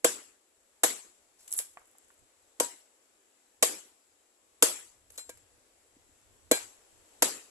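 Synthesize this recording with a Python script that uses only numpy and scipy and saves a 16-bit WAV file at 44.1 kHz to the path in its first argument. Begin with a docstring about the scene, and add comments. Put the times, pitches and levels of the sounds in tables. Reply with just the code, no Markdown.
"""A machete chops into a hollow log in a wood. The edge bites for some milliseconds, snapping fibres
while the hollow swells to a knock; the steel rings faintly and the trees around echo. Twice the blade
is levered out, tapping the log as fibres tear and snap; the first time it also creaks and chips fall.
Behind it are rustling leaves, light wind and a far bird. Two microphone ports (small openings), each
with its own treble resonance, hear it all."""
import sys
import numpy as np
from scipy import signal
from scipy.fft import rfft, irfft, next_fast_len
from scipy.io import wavfile
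from scipy.ndimage import uniform_filter1d, map_coordinates

SR = 44100
rng = np.random.default_rng(int(sys.argv[2]) if len(sys.argv) > 2 else 0)


def digitize_waveform(pressure):
    """Quantize a signal to 16-bit integers and store it at the path in sys.argv[1].

    Rows of a 2-D input are taken as channels; values are limited to [-1, 1].
    """
    field = np.atleast_2d(pressure).T
    bounded = np.clip(field, -1, 1)
    quanta = np.round(bounded * 32767).astype(np.int16)
    wavfile.write(sys.argv[1], SR, quanta)


N = 330740
LEFT_LAG, LEAD = 6, 256  # in samples: delay at the left port, room left before each contact

# Machete blows: t/s, crack level/dB, crack brightness/(dB per octave), bite time/s, swell (0 at once,
# 2 late), knock level/dB, knock tilt/(dB per octave), ring level/dB, favoured ring/octaves above 1 kHz
CHOPS = [(0.0438, -17.5, -0.5, .010, 0.61, -16.5, -0.5, -43, 0),
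         (.834, -18.5, -0.03, .013, 3.4, -22.5, 1, -39.5, -.6),
         (2.599, -23.5, .2, 0.01, 2.1, -21.5, 2.5, -27.5, -.8),
         (3.625, -18.5, 0.32, 0.011, .8, -22, 8.5, -58, .3),
         (4.624, -16, 1.2, 0.011, 1.65, -18.5, -0.6, -56, 0),
         (6.513, -19.5, -0.4, 0.008, 0.13, -16.5, -3, -28, 1.32),
         (7.2216, -17.5, 0.14, 0.0094, 0.68, -21, -2, -35, -.6)]
# Tone colour of breaking wood fibres: f/Hz, level/dB
FIBRES = [(60, -51), (150, -22), (300, 6), (800, 6.5), (2000, 2), (5000, -5), (10000, -10), (14000, -12.5),
          (15500, -22)]


def amp(db):
    """Turns decibels into a factor to multiply by."""
    return 10 ** (np.asarray(db) / 20)


def unit(x):
    """Scales x to an average power of 1."""
    return x / np.sqrt(np.mean(x ** 2) + 1e-20)


def along(rows, hz, column=1):
    """Reads a table between its rows, on a logarithmic frequency scale."""
    columns = np.transpose(rows)
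    return np.interp(np.log(hz + 1), np.log(columns[0] + 1), columns[column])


def curve(rows):
    """Joins (time, level) points into one level in dB per sample; silent outside them."""
    times, levels = np.transpose(rows)
    return np.interp(np.arange(N) / SR, times, levels, -120, -120)


def wobble(rate):
    """A smooth random curve through `rate` points a second."""
    points = rng.standard_normal(int(N * rate / SR) + 4)
    return map_coordinates(points, [np.arange(N) * rate / SR])


def patches(hz, t, bands, frames):
    """Random hills and dips, each about `bands` steps of pitch by `frames` steps of time."""
    field = rng.standard_normal((len(hz), len(t)))
    return unit(uniform_filter1d(uniform_filter1d(field, bands, 0), frames, 1))


def filtered(x, response):
    """Multiplies each frequency in x by response(hz)."""
    size = next_fast_len(x.shape[-1] + 4096)
    hz = np.fft.rfftfreq(size, 1 / SR)
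    return irfft(rfft(x, size) * response(hz), size)[..., :x.shape[-1]]


def diffuse(count, gain_db, size=256):
    """Noise from all around, shaped by gain_db(hz, t); left and right are alike only in the bass."""
    # How alike the two sides are: f/Hz, likeness (0 to 1)
    likeness = [(60, .6), (300, .68), (650, 0.41), (1300, 0), (15000, 0.0051)]
    hz, t, noise = signal.stft(rng.standard_normal((2, count)), SR, nperseg=size)
    angle = np.arccos(np.clip(along(likeness, hz), 0, 1))[:, None] / 2
    mid, side = noise[0] * np.cos(angle), noise[1] * np.sin(angle)
    shaped = amp(gain_db(hz[:, None], t)) * [mid + side, mid - side]
    return signal.istft(shaped, SR, nperseg=size)[1][:, :count]


def wind():
    """Gusts buffet the ports in lumps, with two single thumps, over a far steady rumble."""
    # Tone colour of the buffeting: f/Hz, level/dB
    buffet_colour = [(15, -13), (40, 0), (100, 0), (150, -17), (300, -13.5), (700, -42), (2000, -87.5)]
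    # Strength of the wind on the ports: t/s, level/dB
    gusts = [(0, -79), (.23, -90.5), (1.8, -84), (2.53, -85), (2.82, -92.5), (3.74, -87.5), (4.3, -93),
             (4.78, -79.5), (5.2, -76), (5.33, -68), (5.65, -78.5), (6.35, -68), (7.05, -79.5),
             (7.35, -73.5), (7.5, -86)]
    # Tone colour of the far rumble: f/Hz, level/dB
    rumble_colour = [(15, -5.5), (45, -1), (100, -5), (140, -19.5), (300, -70)]
    # Gusts that thump the ports: t/s, level/dB
    puffs = [(5.966, -55.5), (6.091, -62)]
    buffet = diffuse(N, lambda hz, t: along(buffet_colour, hz), size=2048)
    lumps = amp(5.5 * np.array([wobble(14), wobble(14)]))
    mix = amp(curve(gusts)) * unit(buffet * lumps) * amp([[-2], [1.5]])  # stronger on the right
    mix += amp(-99) * unit(diffuse(N, lambda hz, t: along(rumble_colour, hz), size=2048))
    t = np.arange(round(.03 * SR)) / SR
    thump = np.sin(2 * np.pi * 280 * t) * t / .0028 * np.exp(1 - t / .0024)
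    for at, db in puffs:
        mix[:, round(at * SR):][:, :len(t)] += amp(db) * thump
    return mix


def leaves():
    """Leaves rustle far away: a soft, slightly patchy hiss."""
    # Tone colour of the rustle: f/Hz, level/dB
    colour = [(140, -28.5), (200, -4), (300, 4), (500, 5), (1000, -1), (2500, -4), (5000, -10), (9000, -17),
              (12500, -23), (14200, -22.5), (14600, -62)]
    # Loudness of the rustle: t/s, level/dB
    loudness = [(0, -74), (1.2, -71.5), (2, -70.5), (3.4, -72), (4.4, -71.5), (5.6, -70.5), (6.4, -69.5),
                (7.5, -65.5)]
    level = amp(curve(loudness) + .48 * wobble(6))
    rustle = diffuse(N, lambda hz, t: along(colour, hz) + 1.1 * patches(hz, t, 5, 10), size=1024)
    return level * unit(rustle)


def bird():
    """A far bird sings two thin notes of steady pitch."""
    # Bird notes: t/s, length/s, f/Hz, level/dB
    notes = [(3.993, 0.0574, 4900, -80.5), (4.102, 0.036, 4870, -82.5)]
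    t = np.arange(N) / SR
    return sum(amp(db) * np.sin(np.pi * np.clip((t - at) / length, 0, 1)) * np.sin(2 * np.pi * hz * t)
               for at, length, hz, db in notes)


def tree_echo(colour):
    """Near trunks echo in uneven patches; the far wood adds a slower, fainter tail."""
    # Echo of the wood: f/Hz, level/dB, base time to fade by 60 dB/s
    echo_bands = [(100, -16, 0.15), (298, 1.5, 0.44), (603, 3.5, 0.23), (925, -7, 0.45), (3239, 3, 0.34),
                  (7000, 2, .36), (12000, 1, 0.29), (14000, -5, 0.22), (14800, -38.5, 0.19)]

    def fading_db(hz, t):
        fade_time = along(echo_bands, hz, column=2)
        near = amp(-60 * t / (.77 * fade_time))
        far = amp(-14 - 60 * t / (2 * fade_time))
        uneven_db = 3.4 * patches(hz, t, 2, 12)
        return colour(hz) + along(echo_bands, hz) + 20 * np.log10(near + far) + uneven_db

    tail = diffuse(SR // 2, fading_db)
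    t = np.arange(SR // 2) / SR
    fade_in_out = (1 - np.exp(-t / .003)) * np.cos(np.pi * t)
    return tail / np.std(tail[:, :SR // 20]) * fade_in_out


def place(mix, at, cracks, tones, echo_db, colour):
    """Adds a crack and its tones to the mix, later and weaker on the left, then the trees' echo."""
    start = round(at * SR)
    direct = np.pad(tones, (LEAD, 0)) * amp([[-2.2], [0]])
    direct[:, :cracks.shape[1]] += cracks * amp([[-1], [0]])
    mix[0, start - LEAD + LEFT_LAG:][:direct.shape[1]] += direct[0]
    mix[1, start - LEAD:][:direct.shape[1]] += direct[1]
    mix[:, start:][:, :SR // 2] += amp(echo_db) * tree_echo(colour)


def fibre_colour(centre_hz, spread):
    """The fibres' tone colour gathered round one pitch: cut by 6 dB at `spread` octaves away."""
    def colour(hz):
        octaves = np.log2((hz + 1) / centre_hz)
        return along(FIBRES, hz) + np.maximum(-6 * (octaves / spread) ** 2, -60)
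    return colour


def crack(length, colour, abruptness):
    """Fibres snap in uneven grains of noise, strongest at the first touch."""
    t = np.arange(3600) / SR
    shared, *own = rng.standard_normal((3, len(t)))
    noise = shared + .96 * np.array(own)  # the long edge reaches each port a little differently
    grains = noise * amp(3 * np.repeat(rng.standard_normal(len(t) // 30), 30))
    fade = (1 - np.exp(-t / (.0001 + .067 * length))) * np.exp(-(t / length) ** abruptness)
    burst = filtered(np.pad(grains * fade, ((0, 0), (LEAD, 0))), lambda hz: amp(colour(hz)))
    return burst * np.linalg.norm(fade) / np.linalg.norm(burst) * np.sqrt(2)


def chips():
    """Each falling chip or crumb lands with a gritty tock of a few cycles at its own pitch."""
    # Chips landing: t/s, level/dB, f/Hz
    landings = [(1.772, -38, 1150), (1.817, -55, 1005), (1.951, -55, 890), (1.984, -59.5, 10700),
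                (2.103, -52.5, 1450)]
    # Shower of fine crumbs: start/s, end/s, middle level/dB, middle f/Hz
    shower = (1.78, 2.2, -69, 9500)
    start, end, crumb_db, crumb_hz = shower
    crumbs = [(start + (end - start) * when, crumb_db + 8 * (loud - .5),
               crumb_hz * 2 ** (.8 * (high - .5))) for when, loud, high in rng.random((22, 3))]
    mix, t = np.zeros((2, N + SR)), np.arange(SR // 10) / SR
    for at, db, hz in landings + crumbs:
        tock = amp(db) * np.sin(2 * np.pi * hz * t) * np.exp(-hz * t / 2.14)
        colour = fibre_colour(hz, spread=.94)
        grit = amp(db) * crack(.00092 + 2 / hz, colour, abruptness=.76)
        place(mix, at, grit, tock, db - 26, colour)
    return mix[:, :N]


def tearing():
    """Fibres part in a clumped, bright crackle while the blade is levered out."""
    # Fibres tearing round the blade, one list for each pull: t/s, level/dB
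    pulls = [
        [(1.36, -88), (1.4, -74.5), (1.446, -67.5), (1.576, -57), (1.76, -83)],
        [(5.06, -95), (5.146, -67.5), (5.268, -79), (5.44, -88)],
    ]
    level = sum(amp(curve(pull)) for pull in pulls)
    hiss = diffuse(N, lambda hz, t: along(FIBRES, hz) + 2.2 * np.log2(hz / 8000 + .012))
    clumps = amp(4.4 * wobble(200))
    return level * unit(hiss * clumps)


def creak():
    """The stuck blade sticks and slips by turns: thin clicks that slow down."""
    # The slipping blade: t/s, level/dB, f/Hz, bandwidth/Hz
    slipping = (1.386, -56, 5300, 1600)
    at, db, hz, width_hz = slipping
    count, first_gap_s, gap_growth = 19, .0021, 1.05
    gap_scatter, level_scatter = rng.standard_normal((count, 2)).T
    gaps = first_gap_s * gap_growth ** np.arange(count) * (1 + .05 * gap_scatter)
    times = at + np.cumsum(gaps)
    slips, t = np.zeros(N), np.arange(SR // 100) / SR
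    slips[(times * SR).astype(int)] = amp(db + 1.5 * level_scatter)
    click = np.sin(2 * np.pi * hz * t) * np.exp(-np.pi * width_hz * t)
    clicks = np.convolve(slips, click)[:N]
    return np.array([np.roll(clicks, LEFT_LAG), clicks])


def snaps():
    """Fibres break under the levering blade: bright dry cracks with no ring."""
    # Breaking fibres: t/s, level/dB, length/s, spread/octaves
    breaks = [(1.484, -57, 0.0016, 1), (1.505, -55, .003, 0.54), (1.518, -35, 0.00073, .45),
              (1.526, -27.5, .0007, 1.34), (1.537, -36.5, 0.0025, 0.29), (1.563, -46, 0.016, .5),
              (1.575, -38.5, 0.015, 0.4), (1.588, -31.5, 0.0038, 2.03), (5.12, -63, .003, 0.23),
              (5.177, -40, 0.0013, 1.3)]
    mix, no_tones = np.zeros((2, N + SR)), np.zeros(SR // 10)
    for at, db, length, spread in breaks:
        colour = fibre_colour(10450, spread)
        snap = amp(db) * crack(length, colour, abruptness=.84)
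        echo_db = db + 10 * np.log10(length) - 1  # longer cracks echo more
        place(mix, at, snap, no_tones, echo_db, colour)
    return mix[:, :N]


def steel_ring(t, db, favoured, rise_s):
    """Fading steel tones; where the blade is struck favours one pitch, and its quiver makes them waver."""
    # Tones of the bending blade: f/Hz, level/dB, time to fade by 60 dB/s
    blade_tones = [(955, 2, .2), (1612, 2, .19), (2324, 2, .18), (4090, 7, .18), (7560, -8, .4)]
    tones = np.zeros(len(t))
    for hz, tone_db, fade_time in blade_tones:
        waver_db = np.interp(60 * t, range(24), 2.2 * rng.standard_normal(24))
        octaves_away = np.log2(hz / 1000) - favoured
        level_db = db + tone_db - 8 * octaves_away ** 2 + waver_db - 60 * t / fade_time
        tones += amp(level_db) * np.sin(2 * np.pi * hz * t)
    return tones * (1 - np.exp(-t / rise_s))


def log_knock(t, bite, swell, db, tilt_db):
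    """The hollow swells as the blade drives in (slowly if it sinks deep), then drops and rings out."""
    # Tones of the hollow log: f/Hz, level/dB, time to fade by 60 dB/s
    log_tones = [(305.6, -6, .057), (485.4, 1.8, .074), (634.8, -3, .047), (1083, -12.5, 0.071)]
    after_bite = np.maximum(t - bite, 0)
    rise = np.minimum(t / bite, 1) ** swell
    drop = .38 + .62 * np.exp(-after_bite / .002)
    detunes = 1 + .012 * rng.standard_normal(len(log_tones))
    phases = rng.random(len(log_tones))
    tones = np.zeros(len(t))
    for (hz, tone_db, fade_time), detune, phase in zip(log_tones, detunes, phases):
        level_db = db + tone_db + tilt_db * np.log2(hz / 500) - 60 * after_bite / fade_time
        tones += amp(level_db) * np.sin(2 * np.pi * (hz * detune * t + phase))
    return rise * drop * tones


def taps():
    """The blade bumps the log lightly: a broad short crack, a knock and some ringing steel."""
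    # Light touches: t/s, crack level/dB, crack length/s, knock level/dB, ring level/dB,
    # favoured ring/octaves above 1 kHz
    touches = [(1.596, -43.5, 0.013, -49, -56.5, 0.98), (5.102, -53.5, .0036, -65, -90, 1),
               (5.179, -44.5, 0.016, -49.5, -47.5, 2.38), (5.292, -45, 0.0075, -42.5, -57, 0.65),
               (5.373, -58, 0.0049, -80, -65, 3.7)]
    mix, t = np.zeros((2, N + SR)), np.arange(round(.3 * SR)) / SR
    colour = fibre_colour(5600, spread=2.58)
    for at, db, length, knock_db, ring_db, favoured in touches:
        knock = log_knock(t, bite=.0062, swell=.38, db=knock_db, tilt_db=1)
        ring = steel_ring(t, ring_db, favoured, rise_s=.001)
        tick = amp(db) * crack(length, colour, abruptness=.9)
        echo_db = db + 10 * np.log10(length) - 1
        place(mix, at, tick, knock + ring, echo_db, colour)
    return mix[:, :N]


def thuds():
    """The log jolts the ground: one soft low push for each chop."""
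    pushes, t, thud_hz = np.zeros(N), np.arange(N) / SR, 59.94
    for at, db, *_ in CHOPS:
        cycles = thud_hz * np.maximum(t - at, 0)
        pushes += amp(db - 44) * np.sin(2 * np.pi * cycles) * cycles * np.exp(1 - cycles / .35)
    return pushes * amp([[-1.5], [1.5]])


def chops():
    """With each machete blow the edge cracks fibres, the hollow log knocks and the steel rings."""
    mix, t = np.zeros((2, N + SR)), np.arange(round(.3 * SR)) / SR
    for at, db, bright_db, bite, swell, knock_db, tilt_db, ring_db, favoured in CHOPS:
        colour = lambda hz: along(FIBRES, hz) + bright_db * np.log2(hz / 3000 + .057)
        knock = log_knock(t, bite, swell, knock_db, tilt_db)
        ring = steel_ring(t, ring_db, favoured, rise_s=.006)
        cut = amp(db) * crack(.85 * bite, colour, abruptness=1.8)
        place(mix, at, cut, knock + ring, db - 14.5, colour)
    return mix[:, :N]


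def scene():
    """Adds up all the sounds; a low-cut thins the deep bass of the hits."""
    bass_cut = lambda hz: 1j * hz / 150 / (1 + 1j * hz / 150)
    hits = filtered(chops() + taps() + snaps() + chips(), bass_cut)
    return hits + thuds() + creak() + tearing() + leaves() + wind() + bird()


def record(dry):
    """Each port is a small cavity with one resonance; peaks are rounded off and the top treble is cut."""
    # Left and right port: resonance f/Hz, bandwidth/Hz, share that passes above the resonance
    ports = [(7687, 830, 0.47), (11000, 1000, 0.043)]

    def resonances(hz):
        return np.array([(centre ** 2 + leak * hz ** 2) / (centre ** 2 - hz ** 2 + 1j * hz * width)
                         for centre, width, leak in ports])

    ceiling, top_hz = .55, 15332
    heard = filtered(dry, resonances)
    rounded = heard / (1 + np.abs(heard / ceiling) ** 4) ** (1 / 4)
    return filtered(rounded, lambda hz: np.clip((top_hz - hz) / 1200, 0, 1) ** 2)


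dry = scene()
out = record(dry)
digitize_waveform(out)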